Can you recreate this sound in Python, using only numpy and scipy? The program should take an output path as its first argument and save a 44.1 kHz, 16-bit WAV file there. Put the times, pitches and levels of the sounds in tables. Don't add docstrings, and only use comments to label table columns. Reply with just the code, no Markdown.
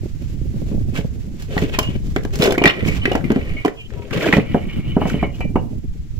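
import sys
import numpy as np
from scipy import signal
from scipy.fft import rfft, irfft, next_fast_len
from scipy.io import wavfile
from scipy.ndimage import uniform_filter1d

SR = 44100
rng = np.random.default_rng(int(sys.argv[2]) if len(sys.argv) > 2 else 0)


def to_wav(s):
    ch = np.atleast_2d(s).T
    pcm = np.round(np.clip(ch, -1, 1) * 32767)
    wavfile.write(sys.argv[1], SR, pcm.astype(np.int16))


N = 272979
TIME = np.arange(N) / SR
AGE = TIME[:SR // 2]

# (time [s], rumble level [dB], buffeting level [dB])
WIND = [(0.0, -29.5, -43.5), (0.86, -23.5, -29.5), (1.17, -30, -37.5), (1.5, -32.5, -39),
        (1.57, -24.5, -36), (2.62, -28.5, -30.5), (2.76, -46, -35), (2.83, -21.5, -30.5),
        (3.24, -33.5, -26.5), (3.55, -24.5, -32.5), (3.71, -45, -47), (3.93, -37, -42), (4.21, -39, -30),
        (4.36, -35, -33), (4.5, -31.5, -30), (5.59, -26.5, -29), (5.9, -31.5, -41.5), (6.19, -30.5, -44)]
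# (time [s], left minus right [dB])
WIND_SIDE = [(0.0, -7), (2.74, 2), (2.84, -10), (3.19, 6.5), (3.76, -6), (3.79, -11), (3.89, 11),
             (4.26, 1.5), (5.62, -5.0), (6.02, 3.5), (6.16, -3), (6.19, -22)]
WIND_WANDER_DB, WIND_WANDERS_PER_S = -1.5, 5.6
# (time [s], level [dB])
PUFFS = [(0.033, -17.5), (0.057, -17), (0.219, -25.5), (0.414, -20.5), (0.541, -20.5), (0.618, -17.5),
         (0.743, -15.5), (0.774, -15), (1.044, -12), (1.886, -13), (1.953, -14.5), (2.396, -10),
         (2.825, -12), (2.86, -10), (5.45, -14), (5.73, -22)]
# (frequency [Hz], level [dB])
RUMBLE_COLOUR = [(15, -1), (30, -3.5), (60, -1), (100, -5), (160, -10.5), (300, -49), (600, -90.5)]
BUFFET_COLOUR = [(60, -7.5), (130, 3.5), (220, 1), (350, -7.5), (500, -19), (750, -28.5), (1300, -52.5)]
PUFF_COLOUR = [(80, 4), (200, 8), (380, -1.5), (620, -14), (900, -32), (1600, -56.5)]
HISS_COLOUR = [(200, 10), (600, -2.5), (1200, -2.5), (2200, 1), (4000, -3.5), (7500, -4.5), (9000, -18.5),
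               (11000, -10), (15000, -16)]
HISS_DB, HISS_DB_PER_S = -49, -0.87
# (frequency [Hz], correlation [-1 to 1])
WIND_LIKENESS = [(30, 0.029), (70, 0.19), (140, 0.3), (300, 0.58), (1000, 0.016)]
WORK_LIKENESS = [(100, 0.8), (400, 0.55), (1000, 1), (2500, 0.17), (5000, 0.21), (15000, 0.11)]
# (frequency [Hz], t60 [s])
YARD_DECAY = [(100, 0.049), (500, 0.4), (2500, 0.25), (8000, 0.27), (16000, 0.085)]
# (time [s], delay at the left port [ms])
BEARING = [(0, 0.22), (3.7, 0.21), (4.2, 0.07), (6.2, 0.07)]

# (start [s], length [s], level [dB], starting pitch [Hz], glide [octaves/s], stick-slip amount [0-1])
SQUEAKS = [(1.827, 0.061, -35.5, 2855, 0.5, 0.1), (1.936, 0.035, -50, 2910, 1.5, 0),
           (3.786, 0.03, -38.5, 2875, -2.5, 0.9), (3.838, 0.023, -46, 2900, 3.5, 0.24),
           (3.978, 0.057, -49, 967, -0.7, 0.2), (5.337, 0.025, -48.5, 2860, 1, 0.43)]
SLIPS_PER_S, SQUEAK_ATTACK_S, SQUEAK_RELEASE_S, SQUEAK_WAVER = 350, 0.022, 0.015, 0.0042
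# (start [s], length [s], level [dB], pitch that rings most [Hz])
RATTLES = [(2.698, 0.24, -36.5, 2020), (2.97, 0.094, -39.5, 2700), (3.058, 0.11, -34, 2350),
           (3.25, 0.4, -41.5, 2180), (4.401, 0.14, -43.5, 2530), (4.505, 0.15, -45.5, 2470),
           (4.697, 0.11, -41, 2670), (4.853, 0.11, -44, 2680), (5.01, 0.24, -38.5, 2440)]
RATTLE_ATTACK_S, RATTLE_RELEASE_S = 0.026, 0.048
# (time [s], level [dB], pitch that rings most [Hz])
JOLTS = [(2.581, -18, 2330), (2.881, -16.5, 2260), (3.016, -24, 3000), (3.5668, -25.5, 2220),
         (4.4016, -30, 2653), (4.703, -39, 2200), (5.013, -38, 2930), (5.1905, -29.5, 2280),
         (5.236, -23.5, 2200), (5.406, -24.5, 2460), (5.558, -38.5, 2830)]
# (frequency [Hz], level [dB], t60 [s])
HANGER_MODES = [(1870, 6, 0.3), (1965, 4.5, 0.35), (2130, -0.5, 0.25), (2210, 8, 0.11), (2356, 7, 0.31),
                (2590, 2, 0.18), (2820, 2.5, 0.13), (2844, 2, 0.45), (2994, 10, 0.17), (3330, -13.5, 0.15),
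                (4050, -5, 0.15)]

LANDING_S, BOOM_END_S, BOOM_FLANK_S = 3.6485, 3.702, 0.008
LANDING_DB = -14.5
# (frequency [Hz], level [dB], t60 [s])
FLOOR_MODES = [(332, 1, 0.12), (433.3, 1, 0.18), (721, 8, 0.089), (992, 4, 0.12), (987, -15, 0.073)]
# (time [s], thump level [dB], slap level [dB], flexing wall pitch [Hz], favoured rim pitch [Hz])
KNOCKS = [(0.715, -11.5, -37.5, 205, 714), (0.986, -9.5, -30.5, 171, 1020), (1.566, -5.5, -19, 173, 690),
          (1.621, -5.5, -39, 174, 600), (1.635, -10.5, -35, 268, 600), (1.786, -8.5, -14.5, 237, 980),
          (2.162, -6.5, -21, 312, 766), (2.25, -14, -28, 325, 750), (2.428, -7.5, -20, 302, 700),
          (2.456, -7.5, -16.5, 400, 696), (2.477, -3.5, -23, 400, 680), (2.522, -9.5, -18.5, 316, 718.6),
          (2.578, -5.5, -17, 310, 955), (2.616, -1.5, -15, 322, 700), (2.645, -0.5, -12.5, 354, 750),
          (2.661, -2, -14, 172, 890), (2.883, -8, -32, 173, 1000), (3.054, -8.5, -28.5, 264, 850),
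          (3.077, -11, -29, 372, 700), (3.115, -7, -16.5, 335, 720), (3.151, -5, -14.5, 293, 734),
          (3.303, -1, -25, 240, 810), (3.317, -5.5, -26, 248, 700), (3.361, -3.5, -23.5, 247, 620),
          (3.649, -9, -17, 308, 940), (3.656, -4.5, -25.5, 312, 980), (3.68, -12, -35, 418, 750),
          (4.263, -7.5, -19, 385, 700), (4.289, -6.5, -36, 268, 796), (4.333, -2, -15, 190, 970),
          (4.367, 0.5, -15, 164, 770), (4.382, 1, -20, 204, 680), (4.545, -1, -14, 210, 895),
          (4.966, 0.5, -16, 205, 850), (5.015, -8, -16.5, 200, 930), (5.054, -5.5, -18.5, 186, 810),
          (5.141, -5, -27.5, 174.4, 850), (5.2275, -2.5, -16, 197, 990), (5.406, -24, -24.5, 142, 780),
          (5.557, -1.5, -14, 247, 970)]
# (frequency [Hz], level [dB], t60 [s])
WALL_MODES = [(156, -16.5, 0.038), (208, -14, 0.098), (275.3, -14.5, 0.1), (319, -11.5, 0.1),
              (413.7, -13, 0.11), (482.7, -21.5, 0.23), (554.2, -25.5, 0.22)]
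# (frequency [Hz], level [dB], t60 [s])
RIM_MODES = [(597.7, 1, 0.054), (700, 2, 0.06), (862, -1, 0.046), (982, -0.5, 0.044), (1125, -5, 0.036),
             (1363, -2.5, 0.03)]
USUAL_GAP_DB, SOFTNESS_SHARE = 18, 0.26

# (start [s], length [s], drone level [dB], scrape level [dB], grit level [dB], starting drone pitch [Hz])
SLIDES = [(0.223, 0.0099, -50, -50, -52, 300), (0.682, 0.043, -40, -51, -54, 300),
          (0.965, 0.012, -29.5, -28, -39.5, 285), (1.39, 0.053, -53, -49.5, -51, 450),
          (1.51, 0.187, -34, -39.5, -52, 480), (1.579, 0.048, -36, -34, -43, 327),
          (1.742, 0.0088, -35, -29.5, -45, 332.6), (1.821, 0.14, -38.5, -40.5, -53.5, 440),
          (2.04, 0.13, -61, -58, -54.5, 393.2), (2.34, 0.058, -37, -41, -45.5, 350),
          (2.428, 0.033, -16, -24, -31, 474.7), (2.49, 0.035, -17.5, -48, -65, 406.4),
          (2.72, 0.081, -31, -60, -71, 397), (2.862, 0.11, -54, -36.5, -42.5, 329),
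          (3.39, 0.2, -39.5, -55, -60.5, 418), (3.93, 0.16, -38, -47.5, -83, 522.4),
          (4.135, 0.045, -24.5, -27.5, -44, 440), (4.212, 0.081, -21, -27.5, -41, 399.7),
          (4.33, 0.047, -23.5, -27, -41, 294), (5.073, 0.04, -45, -44, -46.5, 342),
          (5.355, 0.066, -63, -46.5, -52, 350)]
SLIDE_ATTACK_S, SLIDE_RELEASE_S = 0.032, 0.037
GRIT_DB_PER_S = -16
# (start [s], length [s], level [dB], middle pitch [Hz])
TUMBLES = [(2.42, 0.061, -22, 2330), (2.486, 0.072, -28.5, 1860), (2.643, 0.068, -20, 2320),
           (4.101, 0.09, -35, 1900), (4.204, 0.14, -29.5, 1615)]
# (time [s], clack level [dB], crack level [dB], centre of the ring [Hz])
CLACKS = [(1.4224, -37, -36.5, 4000), (1.578, -12, -34, 1800), (1.637, -30.5, -37, 3200),
          (1.747, -19, -44, 2160), (1.789, -11.5, -14.5, 2830), (2.162, -13, -32.5, 1700),
          (2.235, -39, -40, 3000), (2.25, -25, -37.5, 1560), (2.356, -36, -27.5, 2775),
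          (2.389, -34, -32, 2830), (2.413, -19, -36, 3040), (2.4214, -9, -20.5, 3840),
          (2.4307, -28, -23, 2500), (2.4387, -15.5, -21, 3100), (2.448, -19, -47, 1900),
          (2.473, -20, -30, 3100), (2.507, -18, -30, 3620), (2.5226, -17.5, -24, 1500),
          (2.58, -13, -30.5, 2230), (2.6196, -17.5, -44, 2900), (2.6386, -4.5, -23, 2230),
          (2.6556, 0.5, -31, 1965), (2.6622, -9, -50, 2300), (2.6745, -3, -26, 1880),
          (2.678, -10.5, -33, 3630), (2.695, -11, -43, 1960), (2.697, -10.5, -57, 2880),
          (2.721, -38, -58, 2300), (2.793, -34, -50, 1950), (2.806, -22, -54, 1980),
          (2.849, -22.5, -58, 2310), (2.885, -30, -29, 2200), (2.948, -30, -48, 1930),
          (2.967, -28, -59, 2750), (3.0548, -7, -33, 1950), (3.1171, -18.5, -35, 3000),
          (3.132, -30, -40, 3000), (3.1539, -18, -31, 1650), (3.21, -32, -68, 1400),
          (3.242, -24, -52, 2110), (3.3027, -17, -47, 1370), (3.318, -23, -35.5, 1483),
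          (3.359, -22.5, -47, 1890), (3.411, -30.5, -60, 2200), (3.649, -20, -31.5, 2830),
          (3.659, -19.5, -32, 1840), (3.68, -19, -42.5, 1720), (3.904, -36, -62, 1674),
          (3.936, -36.5, -50, 1966), (4.109, -28.5, -45, 1800), (4.134, -26, -43.5, 3120),
          (4.162, -23, -44.5, 1405), (4.174, -34, -50, 2498), (4.2089, -19.5, -47, 2220),
          (4.227, -18, -36, 1860), (4.261, -28, -40, 1703), (4.274, -18.5, -43, 2280),
          (4.286, -16, -43, 1697), (4.3257, -3.5, -48, 1854), (4.3361, -6.5, -50.5, 2096),
          (4.348, -24, -45, 3050), (4.544, -26, -63, 1480), (5.0982, -21.5, -36, 1230),
          (5.228, -29, -58, 2150), (5.405, -41, -43, 2190), (5.558, -28.5, -53, 2500)]
# (frequency [Hz], level [dB], t60 [s])
BRICK_MODES = [(1288, -15, 0.049), (1543, 7.5, 0.014), (1830, -11, 0.035), (1868, 4, 0.018),
               (1966, 3.5, 0.027), (2113, 2.5, 0.024), (2322, -0.5, 0.067), (2504, 5, 0.03),
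               (2880, -4, 0.065), (2976, 0.5, 0.039), (3592, -4.5, 0.029), (4110, -12.5, 0.068),
               (5370, -2, 0.067)]
CRUNCH_SHARE = 0.18
REBOUND_S, REBOUND_SPREAD, REBOUND_DB = 0.03, 0.39, -17
# (frequency [Hz], level [dB])
SLAP_COLOUR = [(250, -38), (450, 1), (720, 5.5), (1050, -7), (1400, -11), (2000, -18.5), (4000, -47.5)]
CRACK_COLOUR = [(1500, 9), (3500, 6), (5000, 10), (7500, 8), (9000, -5), (11000, 3), (15000, -1.5)]
DRONE_COLOUR = [(150, -28), (280, -7), (410, -0.5), (520, -3), (680, -8.5), (850, -25.5), (1200, -41.5),
                (2500, -56)]
SCRAPE_COLOUR = [(450, -1.5), (900, 1.5), (1350, 5.5), (1700, -1), (2300, 2.5), (3200, 0), (4500, -9.5),
                 (7000, -30)]
GRIT_COLOUR = [(2500, 4), (4500, 2.5), (7500, 2), (9000, -12.5), (11000, -5), (15000, -8.5)]
CUTOFF_HZ = 15700


def from_db(db):
    return 10 ** (np.asarray(db) / 20)


def rms_one(x):
    return x / np.sqrt(np.mean(x ** 2) + 1e-20)


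def blow_one(x):
    power = np.mean(np.atleast_2d(x) ** 2, axis=0)
    return x / np.sqrt(uniform_filter1d(power, size=220).max() + 1e-20)


def in_time(rows):
    s, *columns = np.transpose(rows)
    return [np.interp(TIME, s, c) for c in columns]


def at_hz(points, hz):
    f, value = np.transpose(points)
    return np.interp(np.log(hz + 1), np.log(f), value)


def dying(t60):
    return from_db(-60 * AGE / max(t60, .002))


def mode(hz, t60, phase=0):
    return np.sin(2 * np.pi * hz * AGE + phase) * dying(t60)


def stroke(start, length, attack_s, release_s):
    early = np.maximum(start - TIME, 0)
    late = np.maximum(TIME - start - length, 0)
    return from_db(-20 * np.minimum(early / attack_s + late / release_s, 10))


def add(out, s, sound):
    start = max(round(s * SR), 0)
    out[..., start:start + sound.shape[-1]] += sound[..., :N - start]


def colour(x, spectrum):
    size = 2 * next_fast_len(x.shape[-1] // 2 + 2048)
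    hz = np.arange(size // 2 + 1) * SR / size
    cepstrum = irfft(np.log(from_db(at_hz(spectrum, hz))))
    cepstrum[1:size // 2] *= 2
    cepstrum[size // 2 + 1:] = 0
    return irfft(rfft(x, size) * np.exp(rfft(cepstrum)))[..., :x.shape[-1]]


def stereo(pair, likeness):
    size = 2 * next_fast_len(pair.shape[-1] // 2 + 1)
    hz = np.arange(size // 2 + 1) * SR / size
    alike = np.clip(at_hz(likeness, hz), -.99, .99)
    mid, side = irfft(rfft(pair, size) * np.sqrt([1 + alike, 1 - alike]))[:, :pair.shape[-1]]
    return np.array([mid + side, mid - side])


def drift(rate):
    knots = np.tanh(rng.standard_normal(4000) / 1.6)
    return rms_one(np.interp(TIME * rate, np.arange(len(knots)), knots))


def tremble(rate):
    return np.interp(AGE * rate, np.arange(400), rng.standard_normal(400))


def noise(spectrum, likeness, flutter_db, flutter_rate):
    white = rng.standard_normal((2, N)) * from_db(flutter_db * drift(flutter_rate))
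    return rms_one(colour(stereo(white, likeness), spectrum))


def burst(spectrum, t60, tail_db, tail_t60):
    envelope = dying(t60) + from_db(tail_db) * dying(tail_t60)
    white = rng.standard_normal((2, len(AGE)))
    return blow_one(colour(stereo(white * envelope, WORK_LIKENESS), spectrum))


def grains(spectrum, per_s, size_db, bed_db):
    sizes = from_db(size_db * np.minimum(rng.exponential(1, N), 2))
    snaps = (rng.random(N) < per_s / SR) * sizes
    strength = rms_one(snaps) + from_db(bed_db)
    white = np.tanh(rng.standard_normal((2, N)))
    return rms_one(colour(stereo(white * strength, WORK_LIKENESS), spectrum))


def struck(modes, hz, width_octaves, spread):
    ring = 0
    for f, db, t60 in modes:
        strength = from_db(db) / (1 + (np.log2(f / hz) / width_octaves) ** 2)
        phase = rng.uniform(0, 2 * np.pi) + rng.normal(0, 0.76, (2, 1))
        ring = ring + strength * mode(f * rng.normal(1, spread), t60, phase)
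    return blow_one(ring * (1 - np.exp(-AGE / 0.0022)))


def hiss():
    fading = from_db(HISS_DB + HISS_DB_PER_S * TIME)
    return fading * noise(HISS_COLOUR, WIND_LIKENESS, flutter_db=1.5, flutter_rate=64)


def wind(rumble_db, buffet_db, puff_db):
    deep_db, lumps_db = in_time(WIND)
    side_db = in_time(WIND_SIDE)[0] + WIND_WANDER_DB * drift(WIND_WANDERS_PER_S)
    rumble = noise(RUMBLE_COLOUR, WIND_LIKENESS, flutter_db=-2.0, flutter_rate=38)
    buffeting = noise(BUFFET_COLOUR, WIND_LIKENESS, flutter_db=4.5, flutter_rate=70)
    out = from_db(deep_db + rumble_db) * rumble + from_db(lumps_db + buffet_db) * buffeting
    for s, level_db in PUFFS:
        puff = burst(PUFF_COLOUR, t60=0.044, tail_db=-24, tail_t60=0.12)
        add(out, s, from_db(level_db + puff_db) * puff)
    return out * from_db(side_db * np.array([[.5], [-.5]]))


def yard(x):
    edges = np.geomspace(80, 16000, 8)
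    tail = 0
    for low, high in zip(edges, edges[1:]):
        band_pass = signal.butter(2, [low, high], "band", fs=SR, output="sos")
        band = signal.sosfilt(band_pass, rng.standard_normal((2, len(AGE))))
        tail = tail + band * dying(at_hz(YARD_DECAY, np.sqrt(low * high)))
    tail = tail * (1 - np.exp(-AGE / 0.00064))
    return signal.fftconvolve(x, tail / np.sqrt(np.sum(tail ** 2) / 2), axes=1)[:, :N]


def from_the_right(x, left_db):
    delay_ms, = in_time(BEARING)
    late = np.round(delay_ms * SR / 1000).astype(int)
    left = x[0, np.clip(np.arange(N) - late, 0, N - 1)]
    return np.array([from_db(left_db) * left, x[1]])


def squeaks(squeak_db):
    out, waver = 0, 1 + SQUEAK_WAVER * drift(150)
    for start, length, db, hz, glide, depth in SQUEAKS:
        bend = 2 ** (glide * np.clip(TIME - start, 0, length))
        warped_s = np.cumsum(waver * bend) / SR
        chopping = 1 + 2 * depth * np.cos(2 * np.pi * SLIPS_PER_S * warped_s)
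        tone = rms_one(np.sin(2 * np.pi * hz * warped_s) * chopping)
        out = out + from_db(db + squeak_db) * tone * stroke(start, length, SQUEAK_ATTACK_S, SQUEAK_RELEASE_S)
    return out * from_db(2.5 * drift(120))


def rattle(rattle_db, per_s, rub_db, focus_octaves):
    bouts = [from_db(db) * stroke(start, length, RATTLE_ATTACK_S, RATTLE_RELEASE_S)
             for start, length, db, _ in RATTLES]
    gain = sum(bouts)
    favoured = sum(bout * np.log2(row[-1]) for bout, row in zip(bouts, RATTLES)) / gain
    taps = (rng.random(N) < per_s / SR) * from_db(5 * np.tanh(rng.standard_normal(N)))
    ring = power = 0
    for f, db, _ in HANGER_MODES:
        r, w = from_db(-60 / (.06 * SR)), 2 * np.pi * f / SR
        seating = from_db(2.8 * drift(28))
        strength = seating * (rng.standard_normal(N) + .5 * rng.standard_normal((2, N)))
        share = from_db(db) / (1 + ((np.log2(f) - favoured) / focus_octaves) ** 2)
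        resonance = signal.lfilter([1, -1], [1, -2 * r * np.cos(w), r * r], taps * strength + 1e-18)
        ring = ring + share * resonance
        power = power + share ** 2
    rubbing = from_db(rub_db) * grains(SCRAPE_COLOUR, per_s=590, size_db=0.0, bed_db=5.0)
    return from_db(rattle_db) * gain * (rms_one(ring / np.sqrt(power)) + rubbing)


def hangers(ring_db, focus_hz, rest_db):
    out = np.zeros((2, N))
    choke = np.exp(-(AGE / .12) ** 2) * (1 - np.exp(-AGE / .001))
    for s, level_db, hz in JOLTS:
        ring, load = 0, tremble(rate=5.5)
        for f, db, t60 in HANGER_MODES:
            focus = from_db(rest_db) + np.exp(-((f - hz) / focus_hz) ** 2)
            strength = from_db(db + rng.normal(0, 1.5, (2, 1))) * focus
            bend = .003 * load + .009 * tremble(rate=300)
            phase = rng.uniform(0, 2 * np.pi) + rng.normal(0, 1.0, (2, 1))
            phase = phase + 2 * np.pi * f * np.cumsum(bend) / SR
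            ring = ring + strength * mode(f, t60, phase)
        chatter = from_db(3 * tremble(rate=140))
        add(out, s, from_db(level_db + ring_db) * blow_one(ring * chatter * choke))
    return out


def landing():
    out = np.zeros((2, N))
    boom = sum(from_db(db) * mode(f, t60) for f, db, t60 in FLOOR_MODES)
    add(out, LANDING_S, from_db(LANDING_DB) * blow_one(boom))
    return out * stroke(LANDING_S, BOOM_END_S - LANDING_S, BOOM_FLANK_S, BOOM_FLANK_S)


def baskets(thump_db, slap_db, flex_t60, give_s, wall_db, rim_db):
    out = np.zeros((2, N))
    for s, low_db, mid_db, flex_hz, rim_hz in KNOCKS:
        excess_db = np.clip(low_db - mid_db - USUAL_GAP_DB, -8, 8)
        softness = from_db(SOFTNESS_SHARE * excess_db)
        flex = -mode(flex_hz, flex_t60 * softness) * (1 - np.exp(-AGE / give_s))
        wall = 0
        for f, db, t60 in WALL_MODES:
            ring = mode(f * rng.uniform(0.92, 1.04), t60, rng.normal(0, 0.17, (2, 1)))
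            wall = wall + from_db(db + wall_db) * ring * rng.choice([-1, 1])
        thump = flex + softness * wall * (1 - np.exp(-AGE / 0.0032))
        add(out, s, from_db(low_db + thump_db) * blow_one(thump))
        slap = burst(SLAP_COLOUR, t60=0.0082, tail_db=-4.0, tail_t60=0.1)
        rim = struck(RIM_MODES, rim_hz, width_octaves=0.6, spread=0.03)
        add(out, s, from_db(mid_db + slap_db) * blow_one(slap + from_db(rim_db) * rim))
    return out


def rubbed(rubbing, wander_db, wanders_per_s):
    out = 0
    for k, (f, db, t60) in enumerate(BRICK_MODES):
        r, w = from_db(-60 / (t60 * SR)), 2 * np.pi * f / SR
        contact = from_db(db + wander_db * drift(wanders_per_s)) * (-1) ** k
        out = out + signal.lfilter([0, np.sin(w)], [1, -2 * r * np.cos(w), r * r], rubbing * contact)
    return rms_one(out)


def sliding(drone_db, scrape_db, grit_db, boom_db, sag_octaves_per_s, boom_width_hz):
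    drone_gain = scrape_gain = grit_gain = 0
    boom_hz = np.full(N, SLIDES[0][-1], float)
    for start, length, low_db, mid_db, top_db, hz in SLIDES:
        moving = stroke(start, length, SLIDE_ATTACK_S, SLIDE_RELEASE_S)
        slid_s = np.clip(TIME - start, 0, length)
        drone_gain = drone_gain + moving * from_db(low_db)
        scrape_gain = scrape_gain + moving * from_db(mid_db)
        grit_gain = grit_gain + moving * from_db(top_db + GRIT_DB_PER_S * slid_s)
        sagging_hz = hz * 2 ** (-sag_octaves_per_s * slid_s)
        boom_hz = np.where(TIME > start - SLIDE_ATTACK_S / 2, sagging_hz, boom_hz)
    slips = rms_one(from_db(2.6 * drift(90)))
    boom_phase = 2 * np.pi * np.cumsum(boom_hz + boom_width_hz * drift(200)) / SR
    boom = rms_one(np.sin(boom_phase) * from_db(2.5 * drift(110)))
    hum = noise(DRONE_COLOUR, WORK_LIKENESS, flutter_db=1.0, flutter_rate=130)
    drone = from_db(drone_db) * rms_one(hum + from_db(boom_db) * boom)
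    rubbing = grains(SCRAPE_COLOUR, per_s=800, size_db=3, bed_db=-13)
    ringing = rubbed(rubbing, wander_db=3.5, wanders_per_s=80)
    scrape = from_db(scrape_db) * rms_one(rubbing + from_db(-3.0) * ringing)
    grit = from_db(grit_db) * grains(GRIT_COLOUR, per_s=1500, size_db=1, bed_db=-3)
    return slips * (drone_gain * drone + scrape_gain * scrape + grit_gain * grit)


def tumbling(tumble_db, spread_octaves, cycles, count):
    out = np.zeros((2, N))
    for start, length, db, middle_hz in TUMBLES:
        clatter = np.zeros((2, N))
        for k in range(count):
            hz = min(middle_hz * 2 ** (spread_octaves * rng.standard_normal()), SR / 4)
            ring = mode(hz, cycles / hz, rng.normal(0, .6, (2, 1)))
            touch = ring * from_db(rng.normal(0, 4.5)) * rng.choice([-1, 1])
            add(clatter, start + length * (k + rng.random()) / count, touch)
        out += from_db(db + tumble_db) * rms_one(clatter) * np.sqrt(length * SR / N)
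    return out


def bricks(clack_db, crack_db, crunch_db):
    out = np.zeros((2, N))
    for s, ring_db, top_db, hz in CLACKS:
        pause = REBOUND_S * np.exp(REBOUND_SPREAD * rng.standard_normal())
        for when, force_db in [(s, 0), (s + pause, REBOUND_DB)]:
            ring = struck(BRICK_MODES, hz, width_octaves=0.21, spread=0.0253)
            crunch = burst(SCRAPE_COLOUR, t60=.025, tail_db=-17, tail_t60=.09)
            crunch_gain = from_db(crunch_db + CRUNCH_SHARE * (top_db - ring_db))
            clack = blow_one(ring + crunch_gain * crunch)
            add(out, when, from_db(force_db + ring_db + clack_db) * clack)
            crack = burst(CRACK_COLOUR, t60=.02, tail_db=-21, tail_t60=.09)
            add(out, when, from_db(force_db + top_db + crack_db) * crack)
    return out


def scene():
    background = hiss() + wind(rumble_db=3.5, buffet_db=3.5, puff_db=-2.0)
    work = squeaks(squeak_db=3.5) + landing()
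    work += rattle(rattle_db=1, per_s=380, rub_db=-6.5, focus_octaves=0.42)
    work += hangers(ring_db=-3.5, focus_hz=110, rest_db=-16)
    work += baskets(thump_db=-5.0, slap_db=-0.5, flex_t60=0.031, give_s=0.00098, wall_db=-4.0, rim_db=-3.5)
    work += sliding(drone_db=0.0, scrape_db=-0.5, grit_db=5.0, boom_db=-2.0,
                    sag_octaves_per_s=3.5, boom_width_hz=36.1)
    work += tumbling(tumble_db=-1.5, spread_octaves=0.504, cycles=40, count=28)
    work += bricks(clack_db=-3.5, crack_db=2.5, crunch_db=1.5)
    work = from_the_right(work, left_db=-1.0)
    return work + from_db(-13.5) * yard(work) + background


def record(dry):
    rounded = dry / (1 + np.abs(dry) ** 6) ** (1 / 6)
    low_pass = signal.ellip(10, .2, 80, CUTOFF_HZ, fs=SR, output="sos")
    return signal.sosfilt(low_pass, rounded)


dry = scene()
out = record(dry)
to_wav(out)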